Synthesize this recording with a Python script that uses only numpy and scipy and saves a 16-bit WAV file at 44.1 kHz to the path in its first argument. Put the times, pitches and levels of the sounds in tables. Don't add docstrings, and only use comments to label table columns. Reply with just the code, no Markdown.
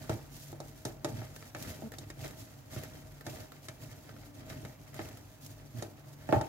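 import sys
import numpy as np
from scipy import signal
from scipy.io import wavfile

SR = 44100
rng = np.random.default_rng(int(sys.argv[2]) if len(sys.argv) > 2 else 0)


def generate_wav(signal):
    frames = np.transpose(np.atleast_2d(signal))
    scaled = np.clip(frames, -1, 1) * 32767
    pcm = np.round(scaled).astype(np.int16)
    wavfile.write(sys.argv[1], SR, pcm)


N = 286018

# (frequency [Hz], density [dB])
AIR_SPECTRUM = [(25, 3.5), (130, -9.5), (195, -12), (280, -6.5), (400, -17), (620, -10), (1000, -16.5),
                (1800, -22), (2500, -25.5), (6500, -41), (10000, -41), (14400, -25), (16000, -24)]
AIR_DB = -58.5
# (frequency [Hz], level [dB])
HUM_TONES = [(48.5, -63.5), (102, -61), (120, -84), (143, -57.5), (290, -67.5)]

# (time [s], length [s], slip rate [1/s], level [dB])
JUDDERS = [(0.102, 0.069, 108, -39.5), (1.118, 0.047, 113, -40.5), (1.178, 0.045, 118, -43.5),
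           (1.66, 0.051, 98, -43), (1.825, 0.062, 223, -43.5), (4.555, 0.0446, 130, -44.5),
           (5.738, 0.068, 120, -41), (6.355, 0.05, 109, -35)]

# (time [s], tick [dB], counter thud [dB], bowl [dB], centre of the bowl's ring [Hz], steel clank [dB])
FOOT_KNOCKS = [(0.095, -38.5, -27, -29.5, 430, -43), (0.528, -53, -62, -42, 340, -63),
               (0.6025, -42.5, -47, -40.5, 372, -57), (0.852, -31.5, -32, -34.5, 318, -47.5),
               (1.046, -30.5, -39, -29.5, 382, -41), (1.2174, -62, -37, -45, 620, -53),
               (1.5486, -44, -48, -41, 670, -43), (1.8217, -70, -45, -42, 623, -61),
               (1.9848, -37, -51, -49.5, 350, -65), (2.1019, -42, -59, -49.5, 340, -48.5),
               (2.2451, -44.5, -45, -40, 337, -53), (2.7625, -49, -32, -42.5, 290, -51),
               (3.2659, -38.5, -40, -38.5, 340, -47), (3.6849, -37.5, -42, -46.5, 620, -46),
               (4.6501, -47, -38, -46.5, 625, -50), (4.9924, -53, -56, -37, 340, -44),
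               (5.8239, -36.5, -43, -36.5, 345, -48.5), (6.2901, -53, -29, -29, 600, -44),
               (6.3255, -63, -28, -17, 960, -33), (6.3443, -55, -25, -41, 780, -47),
               (6.3615, -55, -24, -30, 950, -46), (6.4119, -39.5, -34, -34.5, 835, -43.5)]
# (frequency [Hz], level [dB], time to fall 60 dB [s])
BOWL_MODES = [(247, -22, 0.19), (329.7, 1, 0.18), (389.7, -7, 0.14), (447, -9, 0.37), (487.6, -12.5, 0.35),
              (593, 4, 0.15), (640.5, 2.5, 0.19), (787, 6.5, 0.036), (799, -5, 0.35), (867, -3.5, 0.25),
              (895, -10.5, 0.57)]
# (frequency [Hz], level [dB], time to fall 60 dB [s])
STEEL_MODES = [(1144, 4, 0.049), (1246, 1.5, 0.11), (1330, 9, 0.043), (1560, -7, 0.22), (1756, 3, 0.095),
               (1870, 7, 0.061), (2157, 4, 0.078), (2334, -7, 0.42), (2626, -14, 0.31), (3095, 0.5, 0.11),
               (3190, -10, 0.21), (3840, -1, 0.14)]
# (frequency [Hz], level [dB], time to fall 60 dB [s])
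COUNTER_MODES = [(83, -22, 0.23), (101.7, 2.5, 0.076), (131.6, 1.5, 0.17), (178, -3, 0.076)]
# (frequency [Hz], density [dB])
TICK_SPECTRUM = [(500, -16), (2000, -7), (4000, 7), (6500, 9), (8500, 9), (12000, 5.5), (16000, -16)]
# (frequency [Hz], density [dB])
KNOCK_SPECTRUM = [(60, -25.5), (200, -8.5), (330, 8.5), (430, 0), (520, 0), (620, 2.5), (830, -2),
                  (1060, -13), (1300, -8.5), (2500, -44), (6000, -62)]
# (frequency [Hz], density [dB])
RATTLE_SPECTRUM = [(600, -11.5), (1250, -6), (1750, 4), (2100, -6), (2600, -4.5), (3300, -11.5),
                   (6000, -23)]
EDGE_PING_HZ = 3780
CLANK_HZ, CLANK_DB, CLANK_DB_PER_OCTAVE = 1650, -41.5, 29

# (time [s], snap [dB], steel ping [dB])
CATCHES = [(0.3666, -42, -64), (0.5175, -44, -66), (1.3625, -39.5, -47.5), (1.4254, -54, -49.5),
           (1.5664, -45, -49), (1.625, -33.5, -64), (1.702, -40, -54), (1.9195, -42, -46.5),
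           (1.9378, -47, -46.5), (2.278, -40, -66), (2.3087, -45, -53), (2.835, -38, -46),
           (3.2093, -46, -47.5), (3.5197, -46, -47), (3.6529, -48, -57), (4.0918, -57, -47.5),
           (4.1644, -64, -53), (4.2344, -62, -55), (4.9427, -43, -49), (5.0874, -42.5, -56),
           (5.172, -45, -53), (5.4632, -39, -65)]
SNAG_HZ, SNAG_OCTAVES = 1500, 0.1

# (start [s], length [s], pressure [dB], hiss of the sliding face [dB])
PUSHES = [(-0.05, 0.39, -1.5, -57.5), (0.58, 0.38, -10.5, -63), (1.04, 0.32, 0.5, -58.5),
          (1.54, 0.43, 1, -53.5), (2.15, 0.26, 1.5, -56), (2.68, 0.32, 2, -55), (3.23, 0.32, 0.5, -56),
          (3.77, 0.29, -3, -59.5), (4.44, 0.31, -1, -60.5), (4.905, 0.37, 1.5, -57),
          (5.75, 0.16, -1.5, -57.5), (6.25, 0.34, 2, -57.5)]
# (start [s], length [s], pressure [dB], hiss of the sliding face [dB])
RETURNS = [(0.30, 0.26, -14, -55.5), (0.85, 0.094, -3.5, -58), (1.28, 0.26, -4.5, -59),
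           (1.90, 0.21, -6, -65), (2.36, 0.13, -6.5, -59), (2.89, 0.14, -7, -83), (3.10, 0.098, -29, -72),
           (4.05, 0.19, -9, -86), (4.33, 0.15, -4.5, -65), (5.37, 0.24, -23, -60)]
PUSH_PEAK, PUSH_ROUNDNESS = 0.22, 1.49
RETURN_PEAK, RETURN_ROUNDNESS = 0.31, 0.79
REST_DB, REST_HISS_DB = -11, -65.5
RASP_DB = -56.5
SHUDDER_DB, SHUDDER_LAW = -44.5, 0.81
UNEVEN_DB, UNEVEN_HZ = 1.5, 44.82
# (frequency [Hz], density [dB])
RASP_SPECTRUM = [(150, -19), (500, 9), (1000, -3.5), (1400, -1.5), (2000, -0.5), (3000, -8.5), (5000, -8),
                 (7000, -18), (10000, -19), (16000, -34.5)]
# (frequency [Hz], density [dB])
HISS_SPECTRUM = [(1000, -14.5), (3000, -5), (5500, -3), (7000, -1.5), (10000, -1), (12500, 1),
                 (16000, -3.5)]
# (frequency [Hz], density [dB])
SHUDDER_SPECTRUM = [(30, -50), (70, -1.5), (115, 5.5), (150, 1), (190, -8), (260, -1.5), (330, -6.5),
                    (480, -19), (750, -20), (1100, -30.5), (4000, -58.5)]
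TEETH_PINGS = [1400, 1810, 2640, 3340, 4540, 5750, 7320, 8750]

# (frequency [Hz], gain of the side signal [dB])
WIDTH = [(60, -19), (150, -12.5), (300, -6), (700, -4), (2000, -2), (16000, 1.5)]
# (frequency [Hz], left minus right [dB])
LEAN = [(100, -2), (350, 0.5), (1200, 0.3), (2500, -0.5), (5000, -0.5), (9000, -2.5), (14000, -0.5)]
LEFT_LAG = 5
# (frequency [Hz], gain [dB])
MICROPHONE = [(6700, -0.5), (7200, -1.5), (7700, -4.5), (8200, -6.5)]
EDGE_HZ = 15850


def amp(db):
    return 10 ** (np.asarray(db) / 20)


def unit(x, size=None):
    return x / np.sqrt(np.mean(x[..., :size] ** 2) + 1e-20)


def add(mix, s, sound):
    part = mix[:, max(round(s * SR), 0):][:, :sound.shape[-1]]
    part += sound[..., :part.shape[1]]


def through(x, response):
    return signal.fftconvolve(x, np.atleast_2d(response), axes=1)[:, :x.shape[1]]


def colour(points, size=4096):
    hz, db = np.transpose(points)
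    f = abs(np.fft.fftfreq(size, 1 / SR))
    log_gain = np.log(amp(np.interp(np.log(f + 1), np.log(hz), db)))
    spectrum = np.exp(np.conj(signal.hilbert(log_gain)))
    return np.fft.ifft(spectrum).real[:size // 2]


def ring(modes, t, weights=1):
    hz, db, t60 = np.transpose(modes)
    signs = rng.choice([-1, 1], (2, len(hz)))
    tones = amp(-60 * t / t60[:, None]) * np.exp(2j * np.pi * hz[:, None] * t)
    mid, side = (signs * weights * amp(db)) @ tones
    soft_start = 1 - np.exp(-t / .0003)
    return np.array([mid.imag, side.real * soft_start])


def around(modes, centre_hz, octaves):
    distance = np.log2(np.transpose(modes)[0] / centre_hz)
    return np.exp(-.5 * (distance / octaves) ** 2)


def wander(hz):
    knots = rng.standard_normal(4000)
    return unit(np.interp(np.arange(N) / SR * hz, np.arange(len(knots)), knots))


def burst(t, decay_s, room_db, room_t60, direct_db):
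    fade = np.exp(-t / decay_s) + amp(room_db - 60 * t / room_t60)
    sound = rng.standard_normal((2, len(t))) * fade
    sound[0, 0] = amp(direct_db) * np.sqrt(decay_s * SR / 2)
    return sound


def kitchen():
    t = np.arange(N) / SR
    hum = 0
    for hz, db in HUM_TONES:
        tone = np.sin(2 * np.pi * hz * t + .5 * wander(7.9))
        hum = hum + amp(db) * unit(tone * (1 + 0.74 * wander(12)))
    air = unit(through(rng.standard_normal((2, N)), colour(AIR_SPECTRUM)))
    return amp(AIR_DB) * air + hum


def judder(length_s, slip_hz, db, sag=0.022, slope_db=11):
    t = np.arange(round(length_s * SR)) / SR
    turns = np.cumsum(slip_hz * (1 + sag * (1 - 2 * t / length_s))) / SR
    slips = 0
    for k in range(4):
        phase = rng.random((2, 1))
        slips = slips + amp(-slope_db * k) * np.sin(2 * np.pi * ((k + 1) * turns + phase))
    return amp(db) * unit(slips * signal.windows.tukey(len(t), .35))


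def blow(tick_db, thud_db, bowl_db, bowl_hz, clank_db, thud_rise_s=0.0027, chatter=0.2):
    t = np.arange(SR // 2) / SR
    clank_hz = CLANK_HZ * 2 ** ((CLANK_DB - bowl_db) / CLANK_DB_PER_OCTAVE)
    tail_db = chatter * bowl_db

    tick_click = burst(t, decay_s=.0045, room_db=-18, room_t60=.26, direct_db=-7)
    tick = unit(through(tick_click, colour(TICK_SPECTRUM)), size=200)
    edge = amp(-11) * unit(ring([(EDGE_PING_HZ, 0, .045)], t), size=200)

    knock_click = burst(t, decay_s=.006, room_db=tail_db, room_t60=.36, direct_db=2)
    knock = unit(through(knock_click, colour(KNOCK_SPECTRUM)), size=900)
    bowl_ring = unit(ring(BOWL_MODES, t, around(BOWL_MODES, bowl_hz, octaves=0.72)), size=900)
    bowl = unit(bowl_ring + amp(0.5) * knock, size=900)

    rattle_click = burst(t, decay_s=0.013, room_db=tail_db, room_t60=0.18, direct_db=4.5)
    rattle = unit(through(rattle_click, colour(RATTLE_SPECTRUM)), size=900)
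    steel_ring = unit(ring(STEEL_MODES, t, around(STEEL_MODES, clank_hz, octaves=0.69)), size=900)
    clank = unit(steel_ring + rattle, size=900)

    thud = unit(ring(COUNTER_MODES, t) * (1 - np.exp(-t / thud_rise_s)), size=1500)
    metal = amp(tick_db - 6) * (tick + edge) + amp(clank_db - 4) * clank
    return metal + amp(thud_db - 8.0) * thud + amp(bowl_db - 4.5) * bowl


def catch(snap_db, ping_db):
    t = np.arange(SR // 4) / SR
    click = burst(t, decay_s=.0045, room_db=-20, room_t60=.2, direct_db=-12)
    snap = unit(through(click, colour(HISS_SPECTRUM)), size=200)
    ping_hz = SNAG_HZ * 2 ** (SNAG_OCTAVES * rng.standard_normal())
    sheet = unit(ring(STEEL_MODES, t, around(STEEL_MODES, ping_hz, octaves=0.17)), size=500)
    ping = unit(through(click, colour(RASP_SPECTRUM)), size=500) + amp(-5.5) * sheet
    return amp(snap_db - 6) * snap + amp(ping_db - 5.5) * ping


def swing(start, length, peak, roundness):
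    top = start + np.clip(peak, .05, .95) * length
    done = np.interp(np.arange(N) / SR, [start, top, start + length], [0, .5, 1])
    return abs(np.sin(np.pi * done)) ** roundness


def hand():
    pressure, hiss = amp(REST_DB), amp(REST_HISS_DB)
    strokes = (PUSHES, PUSH_PEAK, PUSH_ROUNDNESS), (RETURNS, RETURN_PEAK, RETURN_ROUNDNESS)
    for table, peak, roundness in strokes:
        for start, length, pressure_db, hiss_db in table:
            move = swing(start, length, peak, roundness)
            pressure = np.hypot(pressure, amp(pressure_db) * move)
            hiss = np.hypot(hiss, amp(hiss_db) * move)
    grip = amp(UNEVEN_DB * wander(UNEVEN_HZ))
    shudder = amp(SHUDDER_DB) * (pressure * grip) ** SHUDDER_LAW
    return amp(RASP_DB) * pressure * grip, hiss * grip, shudder


def crackle(per_s, spread_db, clump_db, clump_hz):
    happens = rng.random(N) < per_s / SR
    sizes = amp(spread_db * np.minimum(rng.exponential(1, N), 4)) * happens
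    clicks = sizes * amp(clump_db * wander(clump_hz))
    t = np.arange(SR // 4) / SR
    puff = np.exp(-t / .0007) + amp(-33 - 120 * t / .28)
    power = through(clicks[None] ** 2, puff)
    return unit(np.sqrt(abs(power)) * rng.standard_normal((2, N)))


def teeth_pings(t):
    pings = 0
    for hz in TEETH_PINGS:
        happens = rng.random(N) < 60 / SR
        plucks = amp(4.5 * np.minimum(rng.exponential(1, N), 3)) * happens
        pings = pings + through(plucks[None], ring([(hz, 0, .011)], t))
    return unit(pings)


def grating():
    rasp, hiss, shudder = hand()
    t = np.arange(SR // 3) / SR
    cuts = crackle(per_s=800, spread_db=4.1, clump_db=3.1, clump_hz=60)
    slide = crackle(per_s=3500, spread_db=3.4, clump_db=2, clump_hz=60)
    drag = crackle(per_s=1400, spread_db=5.0, clump_db=0.0, clump_hz=39.6)

    tearing = unit(through(cuts, colour(RASP_SPECTRUM))) + amp(-5.5) * teeth_pings(t)
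    steel = unit(through(cuts, ring(STEEL_MODES, t)))
    teeth = amp(-1.5) * tearing + amp(-7) * steel
    hollow = amp(-.5) * unit(through(drag, ring([(630, 0, .14)], t)))
    sliding = amp(3.5) * unit(through(slide, colour(HISS_SPECTRUM)))
    shaking = unit(through(drag, colour(SHUDDER_SPECTRUM)))
    bowl = unit(through(drag, ring(BOWL_MODES, t)))
    body = amp(-3) * shaking + amp(-17.5) * bowl
    return rasp * (teeth + hollow) + hiss * sliding + shudder * body


def scene():
    mix = kitchen() + grating()
    for table, source in (JUDDERS, judder), (FOOT_KNOCKS, blow), (CATCHES, catch):
        for s, *row in table:
            add(mix, s, source(*row))
    mid, side = mix[:1], through(mix[1:], colour(WIDTH))
    left = through(mid + side, colour([(hz, db / 2) for hz, db in LEAN]))
    right = through(mid - side, colour([(hz, -db / 2) for hz, db in LEAN]))
    late_left = np.pad(left[0], (LEFT_LAG, 0))[:N]
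    return np.vstack([late_left, right])


def record(dry):
    coloured = through(dry, colour(MICROPHONE))
    low_cut = signal.butter(6, 40, "high", fs=SR, output="sos")
    high_cut = signal.firwin(511, EDGE_HZ, window=("kaiser", 9), fs=SR)
    return signal.oaconvolve(signal.sosfilt(low_cut, coloured), high_cut[None], "same")


dry = scene()
out = record(dry)
generate_wav(out)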